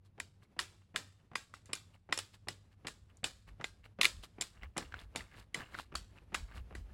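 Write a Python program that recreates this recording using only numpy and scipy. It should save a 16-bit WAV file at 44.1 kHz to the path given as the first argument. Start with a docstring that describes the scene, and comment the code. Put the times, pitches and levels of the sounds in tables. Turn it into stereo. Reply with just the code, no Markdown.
"""An orchard path of gritty asphalt: a faint far hum, rustling leaves, a little wind on the microphone.
A runner with two metal-tipped poles bounds in from a distance, near the middle of the stereo image.
Each stride is a soft heel, the clack of a pole tip scattered back by the trees, then grit under the shoe.
The runner is closest and the poles loudest at about 4 s. After that the shoes crunch over looser grit,
the clacks weaken and the breeze freshens."""
import sys
import numpy as np
from scipy import signal
from scipy.fft import rfft, irfft, next_fast_len
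from scipy.io import wavfile
from scipy.ndimage import uniform_filter1d

SR = 44100
rng = np.random.default_rng(int(sys.argv[2]) if len(sys.argv) > 2 else 0)


def to_wav(sig):
    """Store sig (one row per channel, or 1-D mono) as 16-bit WAV at the path in sys.argv[1].

    Samples outside -1..1 are clipped; the rate is SR.
    """
    pcm = np.clip(np.atleast_2d(sig), -1, 1) * 32767
    pcm = np.round(pcm).astype(np.int16)
    wavfile.write(sys.argv[1], SR, pcm.T)  # frames by channels


N = 305613
HIT_S = .01  # an impact's level is its energy spread over this time


def undb(db):
    """Decibels to gain."""
    return 10 ** (np.asarray(db) / 20)


def level(x, db, seconds):
    """Scale a sound so that its energy, spread over the given time, has this rms level."""
    return x * undb(db) / np.sqrt(np.mean(np.sum(x ** 2, -1)) / (seconds * SR))


def curve(rows, t):
    """The columns of a table at the times t."""
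    times, *columns = np.transpose(rows)
    return [np.interp(t, times, column) for column in columns]


def band(x, low_hz, high_hz, order=3):
    """Causal band-pass."""
    return signal.sosfilt(signal.butter(order, [low_hz, high_hz], "band", fs=SR, output="sos"), x)


def colour(x, points):
    """Filter a sound by a curve of (freq_hz, gain_db) points."""
    hz, db = np.transpose(points)
    size = next_fast_len(x.shape[-1])
    freqs = np.maximum(np.fft.rfftfreq(size, 1 / SR), 1)
    gain = undb(np.interp(np.log(freqs), np.log(hz), db))
    return irfft(rfft(x, size) * gain, size)[..., :x.shape[-1]]


def noise(count, width):
    """Stereo noise; width is the size of the side against the middle."""
    mid, side = rng.standard_normal((2, count))
    return np.array([mid + width * side, mid - width * side])


def grains(count, per_s, spread_db, width):
    """Tiny cracks of unequal size at random moments."""
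    sizes = undb(spread_db * np.minimum(rng.exponential(size=count), 4))
    return noise(count, width) * sizes * (rng.random(count) < per_s / SR)


def wander(per_s):
    """A smooth random drift around zero."""
    hold = int(SR / per_s)
    held = np.repeat(rng.standard_normal(N // hold + 1), hold)
    return uniform_filter1d(uniform_filter1d(held, hold), hold)[:N]


def add(track, start_s, sound):
    """Mix a sound into a track."""
    i = int(start_s * SR)
    start, end = max(i, 0), min(i + sound.shape[-1], N)
    if end > start:
        track[:, start:end] += sound[..., start - i:end - i]


# The runner's bearing from the microphones: time_s, left_over_right_db, left_lead_samples
BEARING = [(0, -1, 0.66), (2.4, 0.8, 1.23), (4.1, 0.1, 2.69), (4.7, 0, 1.35), (6.9, -2.6, 0.46)]


def place(x, time_s):
    """Place a sound at the runner by small gaps in level and arrival time between the microphones."""
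    pan_db, lead = curve(BEARING, time_s)
    sides = np.array([[.5], [-.5]])
    shift = np.exp(2j * np.pi * np.fft.rfftfreq(x.shape[-1]) * lead * sides)
    return irfft(rfft(x) * shift, x.shape[-1]) * undb(pan_db * sides)


# Spectra of the far hum, the leaves and the wind on the microphone: freq_hz, gain_db
HUM_SPECTRUM = [(45, -19.5), (72, -11), (99, 6.5), (112, -8), (140, -10.5), (220, -17), (500, -78.5)]
LEAF_SPECTRUM = [(60, -18), (160, 2.5), (250, -0.5), (450, -5.5), (800, -10.5), (1500, -16.5), (2800, -20),
                 (4600, -26.5), (6000, -29.5), (7400, -33), (11300, -31), (16000, -53.5)]
WIND_SPECTRUM = [(12, -19), (28, -13.5), (48, 7), (70, 5), (110, -16.5), (250, -26), (800, -60)]
# The freshening breeze: time_s, leaf_gain_db, rumble_db
BREEZE = [(0, -1, -73), (.9, -3.5, -76), (3.2, -1.5, -70), (4.3, -.5, -66.5), (5.6, .5, -66.5),
          (6.9, 4.5, -57)]
# The strongest puffs on the microphone: centre_s, rumble_db
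PUFFS = [(3.522, -59), (4.173, -47.5), (4.658, -49), (4.945, -56.5), (5.072, -54), (5.206, -53.5),
         (5.975, -49), (6.423, -45), (6.591, -43), (6.793, -45.5)]


def orchard_air(hum_db=-64, waver_db=.5, leaves_db=-73, flutter_db=4, buffet_db=4, puff_s=.044):
    """Wind buffets the microphone over a far low hum and softly stirring leaves."""
    t = np.arange(N) / SR
    breeze_db, rumble_db = curve(BREEZE, t)
    puffs = sum(undb(db) * np.exp(-((t - centre_s) / puff_s) ** 2) for centre_s, db in PUFFS)
    wind = undb(rumble_db + buffet_db * wander(per_s=7.2)) + puffs
    rumble = level(colour(noise(N, width=.092), WIND_SPECTRUM), 0, N / SR) * wind
    hum = level(colour(noise(N, width=.34), HUM_SPECTRUM), hum_db, N / SR)
    hum *= undb(waver_db * wander(per_s=1.8))
    leaves = level(colour(noise(N, width=.39), LEAF_SPECTRUM), leaves_db, N / SR)
    leaves *= undb(breeze_db + flutter_db * wander(per_s=33))
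    return rumble + hum + leaves


# Small stones on the path, under a shoe or a tip: start_s, relative_db, pitch_hz
STONE_SNAPS = [(.2022, -41, 1940), (1.5396, -50, 1310), (2.1257, -38, 1980), (3.2432, -40, 2710),
               (3.8545, -60.5, 2800), (4.0138, -43, 2260), (4.0535, -36, 2240), (4.2377, -51, 3150),
               (4.6331, -47, 2027), (4.923, -51, 1600), (4.9414, -41.5, 1480), (4.991, -55, 3540),
               (5.2074, -47, 1980), (5.342, -60, 2000), (5.606, -48, 1720), (5.7448, -46, 1900),
               (5.7502, -45, 1510), (5.788, -43.5, 1380), (5.7972, -44, 1000), (5.9203, -62, 1180),
               (5.953, -39, 1250), (5.9562, -37, 4480), (6.185, -61.5, 2570), (6.522, -60, 1660)]


def stones(rise_s=.000089, ring_s=.0018, crack_s=.0028, pop_db=-1, crack_db=-7):
    """A stone snaps out from under the load: a crack and a few cycles of pitch."""
    out, t = np.zeros((2, N)), np.arange(SR // 20) / SR
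    for start_s, db, pitch_hz in STONE_SNAPS:
        pop = np.sin(2 * np.pi * pitch_hz * t) * (1 - np.exp(-t / rise_s)) * np.exp(-t / ring_s)
        crack = band(noise(len(t), width=1) * np.exp(-t / crack_s), 650, 4070)
        snap = level(pop, db + pop_db, HIT_S) + level(crack, db + crack_db, HIT_S)
        add(out, start_s, place(snap, start_s))
    return out


# Strides along the path, with relative levels at the microphone: start_s, heel_db, crunch_db, hiss_db
STRIDES = [(-.196, -62, -80, -76.5), (.178, -59, -68, -75), (0.564, -61.5, -74, -95),
           (.942, -53.5, -75.5, -94), (1.314, -59, -69, -84), (1.691, -58.5, -66, -76),
           (2.09, -55.5, -64, -65), (2.471, -52.5, -72.5, -82), (2.847, -53, -69, -84),
           (3.231, -53, -60, -71.5), (3.597, -53, -59, -71.5), (3.987, -48, -56, -56.5),
           (4.382, -56, -53.5, -73.5), (4.763, -46.5, -58, -66.5), (5.149, -52, -60, -66),
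           (5.554, -51.5, -54.5, -57.5), (5.922, -56, -62.5, -77.5), (6.32, -54.5, -55.5, -65.5),
           (6.706, -58.5, -66.5, -84)]
# Spectra of the heel's thump and the sole's slap: freq_hz, gain_db
THUMP_SPECTRUM = [(50, -5), (130, 9), (300, 6), (600, 0), (1000, -16), (2500, -32), (8000, -54)]
SLAP_SPECTRUM = [(300, -13.5), (750, 6), (1300, 1), (2800, -6.5), (3700, -18), (8000, -32.5), (16000, -56)]


def heels(rise_s=.0015, thump_s=.034, slap_s=.0091, roll_s=.02, sole=.57, thump_db=7, slap_db=3.5):
    """A cushioned heel thumps on grit and the sole slaps down just after it."""
    out, t = np.zeros((2, N)), np.arange(SR // 5) / SR
    rise = 1 - np.exp(-t / rise_s)
    contact = rise * np.exp(-t / slap_s) + sole * (t > roll_s) * np.exp(-abs(t - roll_s) / slap_s)
    for start_s, heel_db, _, _ in STRIDES:
        thump = colour(noise(len(t), width=.31), THUMP_SPECTRUM) * rise * np.exp(-t / thump_s)
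        slap = colour(grains(len(t), per_s=3000, spread_db=3.2, width=.35), SLAP_SPECTRUM) * contact
        step = level(thump, heel_db + thump_db, HIT_S) + level(slap, heel_db + slap_db, HIT_S)
        add(out, start_s, place(step, start_s))
    return out


# Loose grit on the path under the runner: time_s, loose_fraction
LOOSE_GRIT = [(4.3, 0.04), (4.75, 1), (5.6, 0.98), (5.95, 0.21), (6.35, .6), (6.75, 0.59)]
# Heel slide, sole grind and forefoot roll, against the push-off: delay_s, length_s, crunch_db, hiss_db
FOOT_ROLL = [(.045, .055, 5.5, -6.5), (.11, .11, -11, -21), (.19, .06, -1, -11.5)]


def foot_moves():
    """Each stride ends in a push-off; on loose grit it is sooner, longer and follows a crunching roll."""
    for start_s, _, crunch_db, hiss_db in STRIDES:
        loose, = curve(LOOSE_GRIT, start_s)
        push_delay_s = np.interp(loose, [0, 1], [.256, .238])
        push_length_s = np.interp(loose, [0, 1], [.023, .055])
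        yield start_s + push_delay_s, push_length_s, crunch_db, hiss_db
        if loose > 0:
            loose_db = 20 * np.log10(loose)
            for delay_s, length_s, roll_crunch_db, roll_hiss_db in FOOT_ROLL:
                yield (start_s + delay_s, length_s,
                       crunch_db + roll_crunch_db + loose_db, hiss_db + roll_hiss_db + loose_db)


# Spectra of sand crunching and hissing under a shoe: freq_hz, gain_db
CRUNCH_SPECTRUM = [(150, 9), (500, 3.5), (1000, 4), (1700, 3), (3000, -16), (4500, -17), (8000, -53),
                   (16000, -20)]
HISS_SPECTRUM = [(1500, -11), (4200, 2.5), (6000, -9.5), (7600, -6), (10500, -10), (13000, -15),
                 (16000, -31)]
# Narrow bands of coarse pebbles rolling against each other: low_hz
PEBBLE_BANDS = [1110, 1620, 2050, 2660]


def scuffs(rise=.28, fall=.37, sand_db=-2, pebble_db=-3.5, hiss_gain_db=3.5):
    """Sand crunches and pebbles click as a shoe rolls or pushes off, swelling and dying away."""
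    out = np.zeros((2, N))
    for start_s, length_s, crunch_db, hiss_db in foot_moves():
        t = np.arange(-2 * length_s, 2 * length_s, 1 / SR)
        swell = 1 / (np.exp(-t / (rise * length_s)) + np.exp(t / (fall * length_s)))
        sand = colour(grains(len(t), per_s=1800, spread_db=3, width=.3) * swell, CRUNCH_SPECTRUM)
        pebbles = 0
        for low_hz in PEBBLE_BANDS:
            clicks = grains(len(t), per_s=160, spread_db=2.2, width=.36) * swell
            pebbles += band(clicks, low_hz, low_hz * 1.11, order=1)
        hiss = colour(grains(len(t), per_s=2900, spread_db=2.2, width=.89) * swell, HISS_SPECTRUM)
        scuff = level(sand, crunch_db + sand_db, length_s)
        scuff += level(band(pebbles, 600, 3200), crunch_db + pebble_db, length_s)
        scuff += level(hiss, hiss_db + hiss_gain_db, length_s)
        add(out, start_s + t[0], scuff)
    return out


# From runner to microphone, setting the far trees' share of the echo: time_s, distance_m
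RUNNER_DISTANCE = [(0, 26), (2, 20), (4.2, 8.3), (5.3, 20), (6.9, 13)]
# Spectra of the echo from the trees: freq_hz, gain_db
ECHO_BODY = [(100, -0.5), (300, 4), (700, 0.5), (1500, 7.5), (2900, 1.5), (3700, -25.5), (6000, -39.5)]
ECHO_TREBLE = [(1500, -50), (2700, -14.5), (3400, -1.5), (5200, -4), (6100, -9), (7600, -4.5), (9000, -12),
               (11000, -16), (13000, -25.5), (16000, -27)]


def tree_echo(rise_s=.0039, near_s=.023, far_s=.084, far_db=-19, reference_m=13, recede_db=4,
              body_db=8, treble_db=11, tilt=.22):
    """Verge and near trees scatter each clack back at once; the far orchard answers faintly for longer."""
    out, t = np.zeros((2, N)), np.arange(16384) / SR
    for start_s, _, bright_db, _, echo_db in POLE_STRIKES:
        distance_m, = curve(RUNNER_DISTANCE, start_s)
        far_gain = undb(far_db + recede_db * np.log(distance_m / reference_m))
        fade = (1 - np.exp(-t / rise_s)) * (np.exp(-t / near_s) + far_gain * np.exp(-t / far_s))
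        scatter = grains(len(t), per_s=9000, spread_db=2.4, width=.83)
        # paths of slightly different length interfere, so each echo has its own uneven colour
        lags = rng.integers(30, 260, size=3)
        scatter += .4 * sum(np.roll(scatter, lag, axis=1) for lag in lags)
        tilt_db = tilt * bright_db
        for spectrum, db in ((ECHO_BODY, body_db - tilt_db), (ECHO_TREBLE, treble_db + tilt_db)):
            add(out, start_s, level(colour(scatter, spectrum) * fade, echo_db + db, HIT_S))
    return out


# Modes of a pole, the tip's short, the shaft's faint but longer: pitch_hz, level_db, t60_s
POLE_MODES = [(1260, -1, 0.0061), (2020, 2, 0.014), (2410, -3, 0.018), (2930, -4, .03), (3130, -14, 0.013),
              (3500, -10, 0.021), (4870, 2.5, 0.016), (5260, 7, .02), (7310, 4, 0.014), (9860, -6.5, 0.026),
              (1640, -26.5, 0.22), (2080, -28.5, 0.15), (2360, -25, .08), (2420, -26, .15),
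              (4850, -21.5, .13)]


def pole_ring(t, detune=.011):
    """Each landing meets the ground at its own angle and wakes the pole's modes differently."""
    ring = np.zeros(len(t))
    for pitch_hz, db, t60_s in POLE_MODES:
        weight, drift = rng.standard_normal(2)
        tone = np.sin(2 * np.pi * pitch_hz * (1 + detune * drift) * t)
        ring += undb(db) * weight * tone * np.exp(-np.log(1000) * t / t60_s)
    return ring


# Knock, clack and tick of a tip; hard blows favour the clack, bright ones trade knock for tick:
# low_hz, high_hz, relative_db, db_per_strength_db, db_per_bright_db
TIP_BANDS = [(1050, 2005, -41.5, 1, -1.5), (2230, 4160, -39.5, 1.39, 0), (6223, 10610, -44, 1, 1.5)]
# Tips landing and skipping on the path, with relative levels at the microphone:
# start_s, strength_db, bright_db, thud_db, echo_db
POLE_STRIKES = [(.2009, -5, 2, -60, -62.5), (0.5919, 3, -2.5, -65, -50), (0.5993, -8.5, 4, -55, -58),
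                (.961, 3, -1.5, -55.5, -50.5), (1.3559, 0.5, -3.5, -48.5, -53.5),
                (1.539, -20.5, -2, -74, -66.5), (1.658, -25, 4, -82, -75), (1.7328, 1.5, 4, -50, -55.5),
                (1.753, -13.5, 7, -75.5, -62.5), (2.126, 4, -3, -43.5, -50.5),
                (2.1764, -4, 5.5, -47.5, -58), (2.1894, -1.5, 3, -50.5, -56),
                (2.4854, -1.5, 1, -46.5, -57.5), (2.8704, -3, 0.5, -56.5, -56.5),
                (2.883, -7.5, 0.5, -57, -69), (3.171, -35.5, 12.5, -88, -87),
                (3.2428, 5.5, 3.5, -46.5, -49.5), (3.6119, -14, -5, -60, -76.5), (3.643, 0, -0.5, -48, -60),
                (4.0133, 11.5, 3.5, -59, -47.5), (4.0321, 7, 3.5, -68, -45.5),
                (4.0457, 7.5, 3.5, -50.5, -50), (4.0538, 11, 3, -60, -48), (4.4117, -0.5, 9.5, -52, -53.5),
                (4.4215, -2, 6, -52, -66), (4.7701, -8.5, 1, -44.5, -65), (4.7794, -2, 5, -53.5, -58),
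                (4.7818, -6, -3, -41, -61), (5.16, -1.5, 1.5, -44.5, -54), (5.5455, 0, -1, -51.5, -54.5),
                (5.9543, -9.5, 5, -55, -55.5), (6.345, 0, -1, -45, -52.5), (6.349, 0.5, -2.5, -54.5, -64),
                (6.752, -13, -3.5, -52, -67.5)]


def pole_tips(bite_s=.0017, crush_s=.0031, crush=.28, settle_s=.0054, settle=.01, blow=3.23,
              ring=.03, thud_hz=(240, 1110), lead_s=.003, gain_db=1):
    """The tip crushes grit, bottoms out on the asphalt in one hard pulse and rings the shaft."""
    out, t = np.zeros((2, N)), np.arange(8192) / SR
    since_blow = t - lead_s
    bite = np.exp(np.minimum(since_blow, 0) / bite_s)
    grit = crush * np.exp(-abs(since_blow) / crush_s) + settle * np.exp(-abs(since_blow) / settle_s)
    for start_s, strength_db, bright_db, thud_db, _ in POLE_STRIKES:
        force = bite * grit * noise(len(t), width=.36)
        force[:, int(lead_s * SR)] += blow
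        hit = force + ring * signal.fftconvolve(force, pole_ring(t)[None])[:, :len(t)]
        strike = level(band(hit, *thud_hz), thud_db, HIT_S)
        for low_hz, high_hz, db, growth, tilt in TIP_BANDS:
            band_db = db + growth * strength_db + tilt * bright_db
            strike += level(band(hit, low_hz, high_hz), band_db, HIT_S)
        add(out, start_s - lead_s, place(strike * undb(gain_db), start_s))
    return out


def scene():
    """Poles, shoes and the open air, heard from beside the path."""
    return pole_tips() + tree_echo() + heels() + scuffs() + stones() + orchard_air()


# Stereo width of the microphone pair: freq_hz, side_gain_db
MIC_WIDTH = [(60, 0), (250, -1.5), (1000, 1.5), (4000, 0), (9000, -9.5), (13000, -7.5)]


def record(dry, top_hz=16200):
    """A closely spaced pair, its image narrower in the high treble; the recorder cuts the top."""
    mid = dry.mean(0)
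    side = colour((dry[0] - dry[1]) / 2, MIC_WIDTH)
    low_pass = signal.ellip(8, .2, 70, top_hz, fs=SR, output="sos")
    return signal.sosfilt(low_pass, np.array([mid + side, mid - side]))


dry = scene()
out = record(dry)
to_wav(out)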